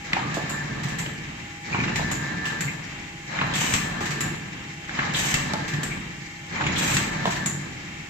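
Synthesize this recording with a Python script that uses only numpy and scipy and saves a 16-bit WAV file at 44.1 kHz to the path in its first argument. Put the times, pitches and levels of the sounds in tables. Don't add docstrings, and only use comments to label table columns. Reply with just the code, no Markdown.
import sys
import numpy as np
from scipy import signal
from scipy.fft import rfft, irfft, next_fast_len
from scipy.io import wavfile

SR = 44100
rng = np.random.default_rng(int(sys.argv[2]) if len(sys.argv) > 2 else 0)


def transcribe(signal):
    frames = np.atleast_2d(signal).T
    limited = np.clip(frames, -1, 1)
    pcm = np.round(limited * 32767).astype(np.int16)
    wavfile.write(sys.argv[1], SR, pcm)


N = 356769
TIME = np.arange(N) / SR
SIZE = next_fast_len(N + SR)
FREQ = np.maximum(np.arange(SIZE // 2 + 1) * SR / SIZE, 1)

# (start [s], frame rumble [dB], starting lurch [dB], chain rattle [dB],
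# carton scrape [dB], gear whine [dB])
STROKES = [(0.03, -31.5, -34, -35.5, -58, -42), (1.635, -32.5, -25.5, -34, -37, -38),
           (3.26, -30.5, -48, -33, -40.5, -39), (4.87, -31.5, -35.5, -34, -35, -41),
           (6.48, -30, -25.5, -32.5, -34, -41.5)]
RUN_S, SHOVE_S = 1, 0.5
DRIVE_HZ = 145.83


def undb(db):
    return 10 ** (np.asarray(db) / 20)


def unit(x):
    return x / np.sqrt(np.mean(np.abs(x) ** 2))


def noise():
    return rng.standard_normal((2, N))


def walk(rate):
    steps = rng.standard_normal(4096)
    return unit(np.interp(TIME * rate, np.arange(len(steps)), steps))


def colour(points):
    hz, db = np.transpose(points)
    gain = undb(np.interp(np.log(FREQ), np.log(hz), db))
    cepstrum = irfft(np.log(gain), SIZE)
    cepstrum[1:SIZE // 2] *= 2
    cepstrum[SIZE // 2 + 1:] = 0
    return np.exp(rfft(cepstrum))


def resonance(hz, width):
    return 1 / (1 + 1j * (FREQ / hz - hz / FREQ) * hz / width)


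def through(x, response):
    return irfft(rfft(x, SIZE) * response, SIZE)[..., :N]


def band(x, hz, q):
    b, a = signal.iirpeak(min(hz, SR / 3), max(q, 1 / 2), fs=SR)
    return signal.lfilter(b, a, x) / np.sqrt(b[0])


def whistle(x, hz, width_hz):
    q = hz / width_hz
    twice = band(band(x, hz, q), hz, q)
    return twice / np.sqrt(SR / (np.pi * width_hz) / 2)


def decay(age, t60):
    return np.exp(-np.log(1000) * age / t60)


def burst(t60, crack=0):
    age = TIME[:SR // 2]
    fade = decay(age, max(t60, 1e-3)) + crack * np.exp(-age / 0.002)
    return rng.standard_normal((2, len(age))) * fade / np.sqrt(1 + crack ** 2)


def ping(hz, t60):
    age = TIME[None, :SR // 2]
    return np.sin(2 * np.pi * hz * age) * decay(age, max(t60, 1e-3))


def onset(rise_s):
    return 1 - np.exp(-TIME[:SR // 2] / rise_s)


def add(track, s, sound):
    start = max(int(s * SR), 0)
    track[:, start:start + sound.shape[1]] += sound[:, :N - start]


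def grains(rate, scatter_db):
    size = undb(scatter_db * np.minimum(rng.exponential(size=N), 4))
    hits = rng.random(N) < rate / SR
    return unit(noise() * size * hits)


def room(x, early_db, tail_db, early_t60=0.16):
    age = TIME[:SR]
    hall_t60 = 0.56
    early, tail = rng.standard_normal((2, 2, SR)) * (age > .002)
    early = unit(early * decay(age, early_t60))
    tail = unit(tail * decay(age, hall_t60) * (1 - np.exp(-age / 0.0076)))
    echoes = (undb(early_db) * early + undb(tail_db) * tail) / np.sqrt(SR)
    return x + through(x, rfft(echoes, SIZE))


def tone(hz, waver, drift_hz, rate):
    phase = 2 * np.pi * np.cumsum(hz + drift_hz * walk(6)) / SR
    channels = []
    for _ in range(2):
        strong = (1 + waver * walk(rate)) * np.sin(phase)
        channels.append(strong + waver * walk(rate) * np.cos(phase))
    return unit(np.array(channels))


def clatter(per_s, low_hz, high_hz, t60, scatter_db):
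    out, age = np.zeros((2, N)), TIME[:SR // 10]
    for when, pitch, size, turn in rng.random((int(per_s * N / SR), 4)):
        hz = low_hz * (high_hz / low_hz) ** pitch
        swing = np.sin(2 * np.pi * (hz * age + np.array([[0], [turn]])))
        ring = swing * decay(age, t60) * (1 - np.exp(-age * hz))
        add(out, when * N / SR, undb(scatter_db * size) * ring)
    return unit(room(out, early_db=-13.0, tail_db=-2.0))


def stroke(levels_db, attack_s, hold_s, sag_db_per_s, release_db_per_s):
    gain = 0
    for (start, *_), db in zip(STROKES, levels_db):
        age = np.maximum(TIME - start, 0)
        sag_db = sag_db_per_s * np.minimum(age, hold_s)
        release_db = release_db_per_s * np.maximum(age - hold_s, 0)
        gain = gain + np.minimum(age / attack_s, 1) ** 1.11 * undb(db - sag_db - release_db)
    return gain


def hall():
    # (frequency [Hz], level [dB])
    hall_colour = [(20, -23), (40, -7.5), (80, -7.5), (150, -3), (230, -7), (350, -12.5), (550, -20.5),
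                   (780, -16), (1300, -16), (2100, -13.5), (2800, -15.5), (3600, -22), (6000, -39),
                   (9000, -104)]
    # (frequency [Hz], level [dB])
    hiss_colour = [(3000, -25), (5500, -4), (7300, 0), (7900, -3), (8500, -21), (15000, -21)]
    # (frequency [Hz], width [Hz], level [dB])
    duct_modes = [(1930, 60, -10), (2320, 58, -7), (2740, 80, 1), (3070, 80, -8), (3700, 61, -1),
                  (4600, 200, -9)]
    # (frequency [Hz], level [dB])
    motor_tones = [(100, -59.5), (146, -56), (167, -53.5), (300, -59), (336, -57.5), (1750, -56),
                   (2013, -56), (2277, -64), (3160, -56)]

    ducts = 1 + sum(undb(db) * resonance(hz, width) for hz, width, db in duct_modes)
    air = unit(through(noise(), colour(hall_colour) * ducts)) * undb(-40.5 + 1.7 * walk(6.1))
    hiss = unit(through(noise(), colour(hiss_colour))) * undb(-52.0)

    shaft_hz = 24.15
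    one_turn = (TIME % (1 / shaft_hz) * SR).astype(int)
    whirr = unit(through(noise()[:, one_turn], resonance(2170, 490) ** 2))
    whirr = whirr * undb(-49.5 + 0.53 * walk(15.0))
    hum = sum(undb(db) * tone(hz, waver=0.09, drift_hz=0.69, rate=6.6) for hz, db in motor_tones)

    load = stroke(np.zeros(len(STROKES)), attack_s=0.71, hold_s=1.22, sag_db_per_s=-3, release_db_per_s=38)
    fan_db = -48.5 - .55 * TIME - 5 * load
    fan = undb(fan_db) * tone(815, waver=.15, drift_hz=.8, rate=5)
    return air + hiss + whirr + hum + fan


def drive():
    # (frequency [Hz], level [dB])
    frame_colour = [(20, -41.5), (45, -1), (65, -19.5), (85, 1), (102, -5), (135, 6.5), (185, 4.5),
                    (240, -0.5), (320, -3), (480, -12.5), (900, -71.5)]
    # (time [s], level [dB], frequency [Hz])
    jolt_events = [(0.715, -25.5, 139), (0.85, -23.5, 137.4), (2.65, -26, 142), (3.44, -27, 155),
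                   (4.099, -34, 160), (5.071, -28, 159), (5.74, -24.5, 145), (6.969, -26.5, 188.5)]

    _, rumble_db, lurch_db, _, _, _ = np.transpose(STROKES)
    running = stroke(rumble_db, attack_s=0.19, hold_s=RUN_S, sag_db_per_s=0.65, release_db_per_s=30.5)
    lurch = stroke(lurch_db, attack_s=0.17, hold_s=SHOVE_S, sag_db_per_s=12.0, release_db_per_s=79)
    rumble = unit(through(grains(rate=1500, scatter_db=1), colour(frame_colour))) * np.hypot(running, lurch)
    motor = undb(-13) * running * tone(DRIVE_HZ, waver=0.69, drift_hz=1.66, rate=23)
    jolts = np.zeros((2, N))
    for s, db, hz in jolt_events:
        add(jolts, s, undb(db) * ping(hz, t60=0.23) * onset(0.0019))
    return rumble * undb(-2.0) + motor + jolts


def gearing():
    # (multiple of the drive frequency [-], level [dB])
    gear_orders = [(3, -15), (7, -14), (8, -12), (11, -7), (12, -1.5), (13, -10), (14, -17), (18, -21)]
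    # (start [s], length [s], level [dB])
    sing_events = [(0.53, 0.11, -36), (2.024, 0.63, -36.5), (7.335, .12, -39)]
    housing_hz, sing_width_hz = 1755, 170
    coast_db, coast_slowing = -46.5, .004

    load = stroke(np.transpose(STROKES)[5], attack_s=0.335, hold_s=RUN_S,
                  sag_db_per_s=2.5, release_db_per_s=71.5)
    coast = stroke(np.full(len(STROKES), coast_db), attack_s=1.0, hold_s=RUN_S,
                   sag_db_per_s=-1, release_db_per_s=29)
    speed = 1 - coast_slowing * (1 - np.minimum(load / undb(-44), 1))

    press = 0
    for s, length, db in sing_events:
        edge = np.minimum(TIME - s, s + length - TIME)
        press = press + undb(db) * np.clip(edge / 0.023, 0, 1)
    press = press * undb(2.2 * walk(70))
    whine = np.hypot(load * undb(1.6 * walk(11)), coast)

    gears = 0
    for k, db in gear_orders:
        nearness = 1 / np.hypot(1, (k * DRIVE_HZ - housing_hz) / sing_width_hz)
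        overtone = tone(k * DRIVE_HZ * speed, waver=.28, drift_hz=4, rate=45)
        gears = gears + undb(db) * np.hypot(whine, press * nearness) * overtone
    housing = undb(-1.5) * unit(whistle(noise(), housing_hz, width_hz=66))
    return gears + housing * load


def clanks():
    # (time [s], level [dB], frequency [Hz], 60 dB decay [s])
    clank_events = [(0.1321, -9.5, 2065, 0.026), (0.166, -20, 789, 0.11), (0.23, -25.5, 1160, .2),
                    (0.265, -29.5, 1150, 0.52), (1.729, -18, 2340, 0.1), (1.784, -24, 2260, 0.12),
                    (1.803, -17, 2290, 0.1), (1.879, -19, 2620, 0.079), (1.955, -31, 1895, 0.19),
                    (2.456, -18.5, 2750, 0.044), (2.68, -26, 2120, 0.1), (2.694, -25, 2440, .1),
                    (3.392, -22, 1640, 0.045), (3.415, -18, 1270, .06), (4.894, -25, 1650, 0.046),
                    (4.989, -18.5, 1670, 0.086), (5.02, -23, 1156, 0.13), (6.559, -24, 2170, 0.1),
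                    (6.612, -19, 1510, 0.055), (6.666, -15.5, 2280, 0.058)]
    # (time [s], level [dB], frequency [Hz], 60 dB decay [s])
    click_events = [(0.1322, -17, 3500, .022), (3.472, -41, 12000, .008), (5.5355, -22, 4500, .028)]

    out = np.zeros((2, N))
    contact = onset(0.00046)
    for s, db, hz, t60 in clank_events:
        partner = undb(2) * ping(1.07 * hz, t60 / 2)
        overtone = undb(-27) * ping(2.0 * hz, t60 / 2)
        add(out, s, undb(db) * contact * (ping(hz, t60) + partner + overtone))
    for s, db, hz, t60 in click_events:
        add(out, s, undb(db) * whistle(burst(t60), hz, width_hz=.8 * hz))
    return undb(-5.0) * room(out, early_db=-16.5, tail_db=-6.5)


def conveyor(steel):
    # (frequency [Hz], level [dB])
    chain_colour = [(200, -11.5), (400, -9.5), (560, 0), (760, 0), (1200, -6.5), (1700, 1.5), (2300, -28.5),
                    (4000, -6), (8000, -55)]
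    # (frequency [Hz], level [dB])
    card_colour = [(900, -25), (1600, 3), (2200, 10), (2800, -6), (3800, 2), (5000, 0.5), (7500, 1.5),
                   (8600, -124), (15000, -20)]
    # (time [s], level [dB], frequency [Hz], 60 dB decay [s],
    # width [Hz], swelling time [s])
    squeak_events = [(2.674, -35, 2150, 0.095, 370, 0.0055), (5.908, -32.5, 2290, 0.15, 420, 0.027),
                     (6.556, -57, 6930, 0.64, 110, .005), (6.664, -42, 7050, 0.07, 130, .002),
                     (6.718, -46, 6860, 0.051, 110, .003)]

    _, _, _, rattle_db, scrape_db, _ = np.transpose(STROKES)
    shake = stroke(rattle_db, attack_s=0.11, hold_s=RUN_S, sag_db_per_s=7.0, release_db_per_s=42)
    shove = stroke(scrape_db, attack_s=0.21, hold_s=SHOVE_S, sag_db_per_s=6.5, release_db_per_s=24)
    slide = stroke(np.full(len(STROKES), -40.5), attack_s=0.02, hold_s=1.0,
                   sag_db_per_s=6.5, release_db_per_s=80)
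    rub = np.sqrt(shove ** 2 + slide ** 2 + undb(-45.0) ** 2)

    rattle = through(grains(rate=700, scatter_db=1.5), colour(chain_colour) * steel)
    rattle = unit(room(rattle, early_db=6.5, tail_db=1)) * shake * undb(1.5 + 1.68 * walk(35))
    scrape = through(grains(rate=1500, scatter_db=0.0), colour(card_colour) * steel)
    scrape = unit(room(scrape, early_db=0.0, tail_db=-5.5)) * rub * undb(1 + 1.7 * walk(45))

    loose = clatter(per_s=750, low_hz=750, high_hz=3200, t60=.032, scatter_db=18)
    loose = loose * shake * (shake / shake.max()) ** 1.3 * undb(1.5)

    squeaks = np.zeros((2, N))
    for s, db, hz, t60, width, swell_s in squeak_events:
        add(squeaks, s, undb(db) * whistle(burst(t60), hz, width) * onset(swell_s))
    return rattle + scrape + loose + room(undb(13.0) * squeaks, early_db=-26, tail_db=-15)


def pneumatics():
    # (time [s], level [dB], 60 dB decay [s])
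    valve_events = [(0.342, -26.5, 0.15), (0.834, -27.5, 0.1), (0.884, -31.5, 0.22), (1.9576, -20, 0.1),
                    (2.4548, -28, 0.26), (3.5383, -25, 0.11), (4.0062, -30, 0.39), (4.056, -25, 0.14),
                    (4.107, -26, 0.16), (5.137, -25, 0.075), (5.68, -25, 0.094), (5.7358, -27, 0.063),
                    (6.756, -29, 0.065), (7.255, -27.5, 0.26), (7.307, -24.5, 0.16), (7.3618, -27.5, 0.087)]
    # (time [s], level [dB], whistle frequency [Hz], whistle over the hiss [dB],
    # opening time [s])
    exhaust_events = [(0.493, -14, 7200, -5, 0.0077), (0.985, -11.5, 7300, -8.5, 0.0064),
                      (2.113, -15.5, 7060, -5.5, 0.0016), (2.606, -14, 7240, -6.5, 0.0018),
                      (4.206, -13.5, 7100, -7, 0.00098), (5.8319, -18.5, 7640, -6, 0.000086),
                      (7.4598, -17, 7100, 2, .0001)]
    # (time [s], length [s], level [dB], time until the nozzle is fully open [s])
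    jet_events = [(3.537, 0.23, -31, 0.02), (5.143, 0.18, -28.5, 0.016), (6.759, 0.2, -29, 0.024)]
    # (frequency [Hz], width [Hz], level [dB])
    nozzle_modes = [(2330, 300, -7), (3100, 250, -6), (3750, 300, -5), (6120, 260, 10), (7450, 500, -5),
                    (8800, 250, 4), (9250, 300, 5)]
    # (frequency [Hz], level [dB])
    air_colour = [(300, -22.5), (750, 4.5), (1200, 0.5), (2500, 7), (3600, -1), (5500, -2.5), (6100, -6.5),
                  (6700, 1), (7800, 4.5), (8400, -10), (9400, -17), (10500, -22), (13000, -8.5),
                  (15000, -14)]
    spit_colour = [(500, -4), (2000, 11), (3000, 5.5), (5000, 1.5), (7900, 3), (8600, -22), (11000, -15),
                   (15000, -15.5)]
    vent_colour = [(500, -4.5), (2000, 7), (3500, -1.5), (6000, -4), (7900, 4), (8700, -27.5), (10000, -16),
                   (12000, -9), (15000, -17)]
    splutter_db = 3.2

    spit, vent, jet, ring = np.zeros((4, 2, N))
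    for s, db, t60 in valve_events:
        add(spit, s, undb(db - 3.5) * burst(t60, crack=0.14))
    for s, db, hz, whistle_db, open_s in exhaust_events:
        opening = onset(open_s)
        add(vent, s, undb(db - 7.0) * burst(t60=0.066, crack=0.69) * opening)
        port = whistle(burst(t60=.12, crack=1) * opening, hz, width_hz=650)
        add(ring, s, undb(db + whistle_db - 6) * port)
    for s, length, db, open_s in jet_events:
        age = TIME[:int(length * SR)]
        add(ring, s, undb(db + 1.5) * whistle(burst(t60=.19), 3300, width_hz=1200))
        flow = np.minimum(.15 + (age / open_s) ** 4, 1)
        add(jet, s, undb(db + 1) * flow * noise()[:, :len(age)])

    jet = jet * undb(splutter_db * walk(110))
    flares = 0
    for hz, width, db in nozzle_modes:
        flares = flares + through(jet * undb(db + splutter_db * walk(40)), resonance(hz, width))
    jet = undb(-2) * through(jet + flares, unit(colour(air_colour)))
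    puffs = through(spit, unit(colour(spit_colour))) + through(vent, unit(colour(vent_colour))) + ring
    return room(puffs, early_db=-3.0, tail_db=-1.5) + room(undb(-0.9) * jet, early_db=-5.5, tail_db=-1.5)


def pusher(steel):
    # (time [s], clack level [dB], thump level [dB])
    stop_events = [(3.7382, -16, -22.5), (5.3412, -17, -23), (6.968, -16.5, -30)]
    # (frequency [Hz], level [dB])
    clack_colour = [(200, 9), (700, -10.5), (1400, 1), (2000, 3.5), (3000, 3), (5000, -0.5), (7800, 5.5),
                    (8600, -18), (15000, -15)]

    clack, thump = np.zeros((2, 2, N))
    for s, db, thump_db in stop_events:
        add(clack, s, undb(db) * burst(t60=0.063, crack=0.26))
        add(thump, s, undb(thump_db) * whistle(burst(t60=0.06)[:1], 110, width_hz=260))
    clack = undb(1.5) * through(clack, unit(colour(clack_colour) * steel))
    return room(clack, early_db=-7.5, tail_db=-2) + thump


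def cartons():
    # (time [s], level [dB], centre frequency
    # [Hz], 60 dB decay [s], # thump level [dB], crack over ring [ratio])
    knock_events = [(0.1325, -7, 1960, 0.03, -24.5, .3), (0.166, -14.5, 930, 0.06, -32, .15),
                    (0.369, -20.5, 695, 0.16, -22, .3), (1.062, -16, 2150, 0.037, -30, .1),
                    (1.745, -15, 1000, 0.061, -23, .1), (1.838, -12, 1750, 0.038, -48, .1),
                    (1.995, -17, 750, 0.038, -40, .2), (2.502, -16, 1770, 0.041, -44, .1),
                    (3.389, -13, 1640, 0.041, -36, 0.05), (3.412, -12, 2200, 0.023, -48, .1),
                    (3.416, -11.5, 1220, 0.035, -48, .1), (3.436, -22, 1150, .06, -36, .1),
                    (3.514, -31, 1740, 0.034, -50, .3), (3.613, -21.5, 840, 0.11, -45, .1),
                    (4.894, -22, 1800, 0.042, -55, .3), (4.989, -11, 1630, 0.078, -32.5, .2),
                    (5.739, -19, 1780, 0.049, -47, .2), (6.609, -12, 990, 0.049, -36, .2),
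                    (6.64, -15, 2140, 0.049, -38, .3), (6.666, -14, 2320, 0.076, -25, .3)]
    # (time [s], level [dB], pitch over the usual [ratio])
    drop_events = [(4.008, -19.5, 1.21), (5.5355, -16, .88), (7.255, -12.5, 1.0)]
    # (frequency [Hz], level [dB], 60 dB decay [s])
    box_modes = [(188, -12.5, 0.2), (320, -11, 0.1), (440, -12, 0.083), (680, -1.5, 0.1), (995, -1.5, 0.1),
                 (1525, -7, .05)]
    bounce_s, bounce_db = .0195, -6.5

    out = np.zeros((2, N))
    for s, db, hz, t60, thump_db, crack in knock_events:
        add(out, s, undb(db) * band(burst(t60, crack)[:1], hz, q=2.4))
        add(out, s, undb(thump_db) * whistle(burst(t60=0.081)[:1], 140, width_hz=570))
    for s, db, pitch in drop_events:
        body = 0
        for k, (hz, mode_db, t60) in enumerate(box_modes):
            body = body + (-1) ** k * undb(mode_db) * ping(pitch * hz, t60)
        for delay, change_db in (0, 0), (bounce_s, bounce_db):
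            slap = band(burst(t60=0.071, crack=0.59)[:1], 700, q=0.99)
            add(out, s + delay, undb(db + change_db) * (body + slap))
    soft = colour([(150, -3.5), (3800, -4), (5500, -22.0), (7800, -12), (8800, -33)])
    return undb(-4.5) * room(through(out, soft), early_db=-10.0, tail_db=-3)


def microphones(x, aside):
    # (frequency [Hz], level [dB])
    width_points = [(30, -32), (70, -25), (150, -20), (280, -9), (480, -3), (1000, -2), (2000, 0)]
    # (frequency [Hz], lag [radians])
    lag_points = [(30, 0.07), (150, 0.28), (340, 0.6), (600, 2.5), (1100, 4.7), (1750, 5.6)]
    # (frequency [Hz], level [dB])
    lean_points = [(300, 0), (560, -3), (1100, -0.5), (2300, 2.5), (4400, -3.5), (8000, 2), (13000, 0)]

    apart = np.abs(colour(width_points))
    lean = np.sqrt(np.abs(colour(lean_points)))
    norm = np.sqrt(2 * (1 + apart ** 2))
    mid = through(x[0] + x[1], 1 / norm)
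    side = through(x[0] - x[1], apart / norm)
    lag = aside * np.interp(FREQ, *np.transpose(lag_points))
    left = through(mid + side, lean * np.exp(-1j * lag))
    right = through(mid - side, 1 / lean)
    return np.array([left, right])


def scene():
    # (frequency [Hz], width [Hz], level [dB])
    steel_modes = [(680, 8.5, -35), (850, 150, 1), (1036, 21, 4), (1133, 140, 6.5), (1800, 120, -4.5),
                   (1930, 840, 0.5), (2370, 36, 2.5), (2670, 32, 12), (3200, 32, -4), (3650, 98, -20)]
    steel = 1 + 1.12 * sum(undb(db) * resonance(hz, width) for hz, width, db in steel_modes)
    machine = drive() + gearing() + conveyor(steel) + pusher(steel) + pneumatics()
    return microphones(machine, aside=1) + microphones(hall() + cartons() + clanks(), aside=.35)


def record(dry):
    low_pass = signal.ellip(8, .2, 70, 15200, fs=SR, output="sos")
    return signal.sosfilt(low_pass, dry)


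dry = scene()
out = record(dry)
transcribe(out)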